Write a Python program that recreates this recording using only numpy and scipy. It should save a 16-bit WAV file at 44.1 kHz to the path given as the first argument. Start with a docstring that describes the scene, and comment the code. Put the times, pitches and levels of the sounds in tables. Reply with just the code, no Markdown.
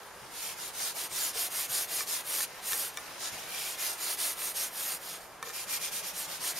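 """A flower bed beside a house wall, a distant outdoor rush behind, heard on a two-port stereo microphone.
In the foreground a pad of wire wool is scrubbed back and forth on a hand-held plastic tray. In each
stroke countless strands catch and slip: a bright, grainy hiss, with a duller rasp from the tray itself.
The tray ticks and flexes as it is turned; its rim sings faintly when scoured. The wall adds one echo."""
import sys
import numpy as np
from scipy import signal
from scipy.fft import rfft, irfft, next_fast_len
from scipy.io import wavfile

SR = 44100
rng = np.random.default_rng(int(sys.argv[2]) if len(sys.argv) > 2 else 0)


def dump_mix(stems):
    """Bounce the given channels to the path in sys.argv[1] as a 16-bit WAV at rate SR."""
    frames = np.atleast_2d(stems).T  # one column per channel
    limited = np.clip(frames, -1, 1)  # hard clip at full scale
    pcm = np.round(limited * 32767).astype(np.int16)
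    wavfile.write(sys.argv[1], SR, pcm)


N = 290927
TIME = np.arange(N) / SR

# strokes, each lasting until the hand next turns; the faintest are rests; levels are relative:
# turn_s, fastest_share (of the stroke's length), hiss_db, brightness_db
HAND_STROKES = [(.3, 0.69, -39.5, 1.5), (.555, 0.51, -40, 2), (.72, 0.65, -35, 1), (.937, 0.58, -35, 4),
                (1.085, 0.65, -32, 3), (1.325, .58, -31, 4.5), (1.491, .64, -32, 6.5),
                (1.677, 0.49, -29.5, 6.5), (1.868, .6, -32.2, 6), (2.056, 0.42, -33, 2.3),
                (2.23, 0.8, -30.5, 8), (2.46, 0.38, -76, -2.5), (2.61, 0.47, -31.5, 13),
                (2.92, 0.32, -57, 1), (3.185, 0.56, -37, -3.5), (3.31, 0.25, -46.5, 0),
                (3.45, 0.76, -36.5, 4.5), (3.769, 0.42, -33.2, 3), (3.966, 0.67, -33, 3.5),
                (4.168, 0.37, -30.5, 5.5), (4.353, 0.58, -34, 7), (4.538, .36, -32, 5.5),
                (4.7, 0.66, -33.5, 9), (4.989, .5, -40, 5), (5.205, .05, -52, 3), (5.27, .5, -68, 2.5),
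                (5.43, 0.71, -43, -0.5), (5.52, 0.38, -39, 3), (5.666, 0.68, -33.5, 1.5),
                (5.789, .54, -35.5, -0.5), (5.907, 0.52, -35.5, 2.8), (6.022, .42, -38.5, 1),
                (6.13, 0.53, -35.5, 5.5), (6.272, .5, -40, -0.7), (6.395, 0.62, -32, 5.5),
                (6.536, 0.62, -35.5, 1)]


def from_db(db):
    """Decibels to gain."""
    return 10 ** (np.asarray(db) / 20)


def rms_one(x):
    """Scale to unit power."""
    return x / np.sqrt(np.mean(x ** 2) + 1e-20)


def in_time(rows):
    """Join rows of time_s, value into a curve at every sample."""
    return np.interp(TIME, *np.transpose(rows))


def at_hz(points, hz):
    """Read a spectrum on a log-frequency axis."""
    freqs, values = np.transpose(points)
    return np.interp(np.log(hz), np.log(freqs), values)


def drift(rate_hz):
    """A random wander of rms 1, heading for a new value `rate_hz` times a second."""
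    knots = rng.standard_normal(8192)
    return rms_one(np.interp(TIME * rate_hz, np.arange(len(knots)), knots))


def ring(x, hz, t60_s):
    """One mode: a unit click sets off a dying sine."""
    radius, angle = from_db(-60 / (t60_s * SR)), 2 * np.pi * hz / SR
    return signal.lfilter([0, np.sin(angle)], [1, -2 * radius * np.cos(angle), radius ** 2], x + 1e-18)


def decay(x, length_s):
    """Give each impulse an exponential tail."""
    return signal.lfilter([1], [1, -np.exp(-1 / (length_s * SR))], x + 1e-18)


def bell(x, hz, width_hz, db):
    """Raise or lower one band."""
    width, centre = np.sin(np.pi * width_hz / SR), -2 * np.cos(2 * np.pi * hz / SR)
    zero_width, pole_width = width * from_db(db / 2), width / from_db(db / 2)
    return signal.lfilter([1 + zero_width, centre, 1 - zero_width],
                          [1 + pole_width, centre, 1 - pole_width], x)


def brighten(x, db, pivot_hz):
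    """Tip the balance between the sound above and below the pivot."""
    low = signal.sosfiltfilt(signal.butter(2, pivot_hz, fs=SR, output="sos"), x)
    gain = from_db(db)
    return (low + gain * (x - low)) / np.sqrt((1 + gain ** 2) / 2)


def coloured(envelope, spectrum, flicker_db, flicker_hz, bands):
    """A pair of noises under one envelope, in bands that each flicker a little; rms 1."""
    edges = np.geomspace(spectrum[0][0], min(spectrum[-1][0], SR / 2 - 1), bands + 1)
    white, out = rng.standard_normal((2, 2, N)) * envelope, 0
    for k, (low, high) in enumerate(zip(edges, edges[1:])):
        band = signal.sosfilt(signal.butter(2, [low, high], "band", fs=SR, output="sos"), white[k % 2])
        out = out + band * from_db(at_hz(spectrum, np.sqrt(low * high)) + flicker_db * drift(flicker_hz))
    return rms_one(out)


def with_side(pair, side_db):
    """Set the width of a mid and side pair."""
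    return np.array([pair[0], pair[1] * from_db(side_db)])


def treble_width(pair, bright_db, split_hz):
    """Above the split, bright strokes are heard from the centre and dull ones wide."""
    low = signal.sosfiltfilt(signal.butter(8, split_hz, fs=SR, output="sos"), pair)
    return low + with_side(pair - low, side_db=np.interp(bright_db, [2.7, 4.3], [1.5, -13.5]))


def at_ports(pair, left_lag_s):
    """Mid and side become left and right; the sound reaches the left port a little later."""
    # how differently the two ports hear: frequency_hz, side_gain_db
    port_width = [(30, 0), (70, 6), (160, -0.5), (400, -5), (1700, -8), (2400, -8), (2900, -5.5),
                  (4250, -4.5), (5200, -6.5), (8000, -3.5), (9600, -0.5), (15000, -2.5)]
    size = next_fast_len(N)
    hz = np.maximum(np.arange(size // 2 + 1) * SR / size, 1)
    mid, side = rfft(pair, size)
    side = side * from_db(at_hz(port_width, hz))
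    left = (mid + side) * np.exp(-2j * np.pi * hz * left_lag_s)
    return irfft(np.array([left, mid - side]), size)[:, :N]


def outdoor_rush():
    """The open air in the distance: a low, gently flickering noise."""
    # spectrum of the rush: frequency_hz, density_db
    rush_spectrum = [(25, -9.5), (70, -7), (130, -6.5), (180, -3), (245, -10), (330, -4), (500, 0.5),
                     (900, 1.5), (1400, -1.5), (2200, -9.5), (3500, -24.5), (9000, -21.5), (15000, -29)]
    rush = coloured(1, rush_spectrum, flicker_db=1.1, flicker_hz=10, bands=24)
    return with_side(from_db(-49.5) * rush, side_db=-7.0)


def wall(x, delay_s, echo_db, sway):
    """The nearby wall returns one echo, whose path changes as the tray moves."""
    lag_s = delay_s * (1 + sway * drift(2))
    return x + from_db(echo_db) * np.array([np.interp(TIME - lag_s, TIME, channel) for channel in x])


def flexing(rise_s, waver_rad):
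    """The whole tray bends and springs back: a few soft, low cycles, made uneven by the gripping hand."""
    # dull thumps as the grip shifts: start_s, peak_db
    grip_shifts = [(.214, -50), (1.112, -55), (1.69, -50.5), (3.318, -50)]
    grip_hz, edge_hz, edge_db, edge_from_s = 131, 167, -51.5, 5.6
    thumps = [(start_s, db, grip_hz) for start_s, db in grip_shifts]
    # while its far edge is scoured, the tray also flexes at every turn of the hand
    thumps += [(turn_s, edge_db, edge_hz) for turn_s, *_ in HAND_STROKES if turn_s > edge_from_s]
    out, uneven = np.zeros(N), waver_rad * drift(110)
    for start_s, db, hz in thumps:
        age = np.maximum(TIME - start_s, 0)
        swell = age / rise_s * np.exp(1 - np.minimum(age / rise_s, 50))
        out += from_db(db) * swell * np.sin(2 * np.pi * hz * age + uneven)
    return out


def knocks(crack_s, scatter_db):
    """A short crack at the contact, then the tray's modes, each struck with a strength of its own."""
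    # knocks on the tray: start_s, ring_db, crack_db, favoured_hz (by the spot that is struck)
    strikes = [(1.357, -30, -37, 480), (2.007, -26, -33, 1130), (2.406, -35, -23, 1900),
               (2.721, -36, -18.5, 2400), (2.732, -31, -22, 2400), (2.9725, -29, -23, 1650),
               (2.985, -35, -49, 1650), (5.4274, -26, -26.5, 1160), (5.472, -34, -45, 560),
               (5.499, -32, -52, 695), (6.44, -35, -27, 1700)]
    # the tray's modes: pitch_hz, level_db, t60_s
    tray_modes = [(462, -7.5, 0.15), (750, -20, 0.066), (1103, -7, 0.056), (1210, 1, 0.029),
                  (1557, -13.5, 0.05), (1790, 4.5, 0.051), (1824, 0, 0.027), (2130, -13, 0.018),
                  (2320, -0.5, 0.038), (3640, 4, 0.019), (4360, -4, .012), (4840, -3, .014),
                  (5700, 12, .012)]
    onsets = [round(row[0] * SR) for row in strikes]
    _, ring_db, crack_db, favoured_hz = np.transpose(strikes)
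    ringing = np.zeros((2, N))
    for k, (hz, level_db, t60_s) in enumerate(tray_modes):
        clicks = np.zeros((2, N))
        chance_db = scatter_db * rng.standard_normal((len(onsets), 2)).T
        octaves_off = np.abs(np.log2(hz / favoured_hz))
        clicks[:, onsets] = from_db(ring_db + level_db - 5.5 * octaves_off + chance_db - 4.5)
        clicks[1] *= rng.choice([-1, 1])   # each mode leans to one side
        ringing += ring(clicks, hz, t60_s) * (-1) ** (k // 2)
    contact = np.zeros(N)
    contact[onsets] = from_db(crack_db)
    crack = decay(contact, crack_s) * rng.standard_normal((2, N))
    return ringing + signal.sosfilt(signal.butter(1, [1200, 9500], "band", fs=SR, output="sos"), crack)


def rim_contact(idle_db):
    """The pad slides onto the rim and off again, each pass one smooth arch."""
    # passes over the rim: middle_s, length_s, level_db
    passes = [(0.467, 0.28, -3), (1.637, 0.12, -7), (2.42, 0.1, -15), (3.577, 0.61, 0), (5.78, 1, -3.5)]
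    arches = [from_db(db) * np.cos(np.pi * np.clip((TIME - middle_s) / length_s, -.5, .5))
              for middle_s, length_s, db in passes]
    return from_db(idle_db) + sum(arches)


def rim_ring(tufts):
    """Slipping tufts of wool keep the rim's resonances singing."""
    # the rim's modes: pitch_hz, level_db, t60_s
    rim_modes = [(2397, -3, 0.025), (2760, -8.5, 0.013), (3210, -7.5, 0.012)]
    scour = tufts * rng.standard_normal((2, N))
    return sum(from_db(db) * rms_one(ring(scour, hz, t60_s)) * (-1) ** k
               for k, (hz, db, t60_s) in enumerate(rim_modes))


def hand(last_turn_s, overlap_s, swell_taper):
    """Each stroke speeds up and slows to the turn; gives hiss gain, rasp gain and brightness in dB."""
    typical_hiss_db = -34.5
    hiss_power, rasp_power = np.zeros((2, N))
    ends, brightness = [row[0] for row in HAND_STROKES[1:]] + [last_turn_s], []
    for (turn_s, share, hiss_db, bright_db), end_s in zip(HAND_STROKES, ends):
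        fastest = turn_s + share * (end_s - turn_s)
        start, stop = turn_s - overlap_s, end_s + overlap_s   # the springy pad slides on through a turn
        during = (TIME > start) & (TIME < stop)
        speed = np.sin(np.interp(TIME[during], [start, fastest, stop], [0, np.pi / 2, np.pi]))
        rasp_db = -43.5 + 0.73 * (hiss_db - typical_hiss_db)   # follows the force of the stroke
        # friction levels off once the pad slides freely, the rasp sooner than the hiss
        hiss_swell = np.tanh(1.006 * speed ** (swell_taper * 1.13))
        rasp_swell = np.tanh(1.6 * speed ** swell_taper)
        hiss_power[during] += (from_db(hiss_db + 2.5) * hiss_swell) ** 2
        rasp_power[during] += (from_db(rasp_db) * rasp_swell) ** 2
        brightness.append((fastest, bright_db))
    return np.sqrt(hiss_power), np.sqrt(rasp_power), in_time(brightness)


def slips(per_s, size_db, length_s, bed):
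    """Envelope of strands letting go: short bursts of uneven size over a bed of tiny ones."""
    energies = from_db(size_db * np.minimum(rng.exponential(1, N), 5)) ** 2
    released = rng.random(N) < per_s / SR
    power = decay(energies * released, length_s)
    return np.sqrt(power / power.mean() + bed)


def scrubbing(hiss_gain, rasp_gain, bright_db):
    """The slipping strands hiss, shake the tray's sheet and set its rim ringing."""
    # the pad shifting in the fingers between strokes: time_s, level_db
    pad_rustle = [(0, -56), (.6, -52.5), (2.9, -50.5), (3.4, -46), (3.75, -48), (5.1, -54), (5.41, -60),
                  (5.46, -54), (6.6, -48)]
    # hiss of the wire strands: frequency_hz, density_db
    wool_spectrum = [(900, -29), (2000, -10), (3200, -3.5), (5100, 0), (6100, -1.1), (7000, 0),
                     (9000, -1.5), (10000, 0.5), (11000, -0.3), (12600, -0.5), (14000, -5.5),
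                     (15000, -11.5), (16000, -17)]
    # rasp of the plastic sheet: frequency_hz, density_db
    sheet_spectrum = [(150, -17), (300, -8.5), (450, -2.5), (800, -2), (1300, 0), (2000, 0), (3000, -3),
                      (4500, -10.5), (8000, -13)]
    rustle = from_db(in_time(pad_rustle))
    judder = from_db(0.43 * drift(90))   # of the pad under the fingers

    strands = judder * slips(per_s=2500, size_db=1.8, length_s=0.0004, bed=1.9)
    hiss = coloured(strands, wool_spectrum, flicker_db=1.5, flicker_hz=25, bands=26)
    wool_gain = np.hypot(hiss_gain, rustle)
    dulling_db = 2.5 + 1.4 * rustle / wool_gain   # a resting pad sounds duller than a sliding one
    hiss = brighten(hiss, bright_db - dulling_db, pivot_hz=7240)

    tufts = judder * slips(per_s=330, size_db=1.0, length_s=0.0012, bed=1.55)
    on_rim = rim_contact(idle_db=-21.5)
    rasp = coloured(tufts, sheet_spectrum, flicker_db=1.0, flicker_hz=13, bands=16)
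    rasp = brighten(rasp, 5 * on_rim, pivot_hz=1500)
    sheet_gain = np.hypot(rasp_gain * from_db(-1.5), rustle)
    sheet_gain /= np.hypot(1, 0.51 * on_rim)   # the stiff rim passes less on to the sheet
    rim_gain = on_rim * np.hypot(rasp_gain * from_db(1.5), rustle * from_db(-9.5))
    return wool_gain * hiss + sheet_gain * rasp + rim_gain * rim_ring(tufts)


def scene():
    """The tray before the wall, over the far rush; built as mid and side, heard as left and right."""
    hiss_gain, rasp_gain, bright_db = hand(last_turn_s=6.68, overlap_s=0.0074, swell_taper=1.205)
    scrub = scrubbing(hiss_gain, rasp_gain, bright_db)
    handling = knocks(crack_s=0.0017, scatter_db=3.8) + flexing(rise_s=0.013, waver_rad=0.82)
    tray = scrub + with_side(handling, side_db=-11.5)
    pair = outdoor_rush() + wall(tray, delay_s=.0031, echo_db=-10.0, sway=0.1574)
    pair = treble_width(pair, bright_db, split_hz=4500)
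    return from_db(-1.24) * at_ports(pair, left_lag_s=5e-6)


def record(dry):
    """The microphone ports notch the treble, the left one a little more; the top is cut."""
    # peaks and notch of both ports: centre_hz, width_hz, gain_db
    port_colour = [(7150, 560, 1), (7840, 590, -8), (8720, 1000, 3.5)]
    for hz, width_hz, db in port_colour:
        dry = bell(dry, hz, width_hz, db)
    left = bell(dry[0], hz=9800, width_hz=730, db=-4.0)
    top_cut = signal.ellip(10, .2, 70, 15700, fs=SR, output="sos")
    return signal.sosfilt(top_cut, [left, dry[1]])


dry = scene()
out = record(dry)
dump_mix(out)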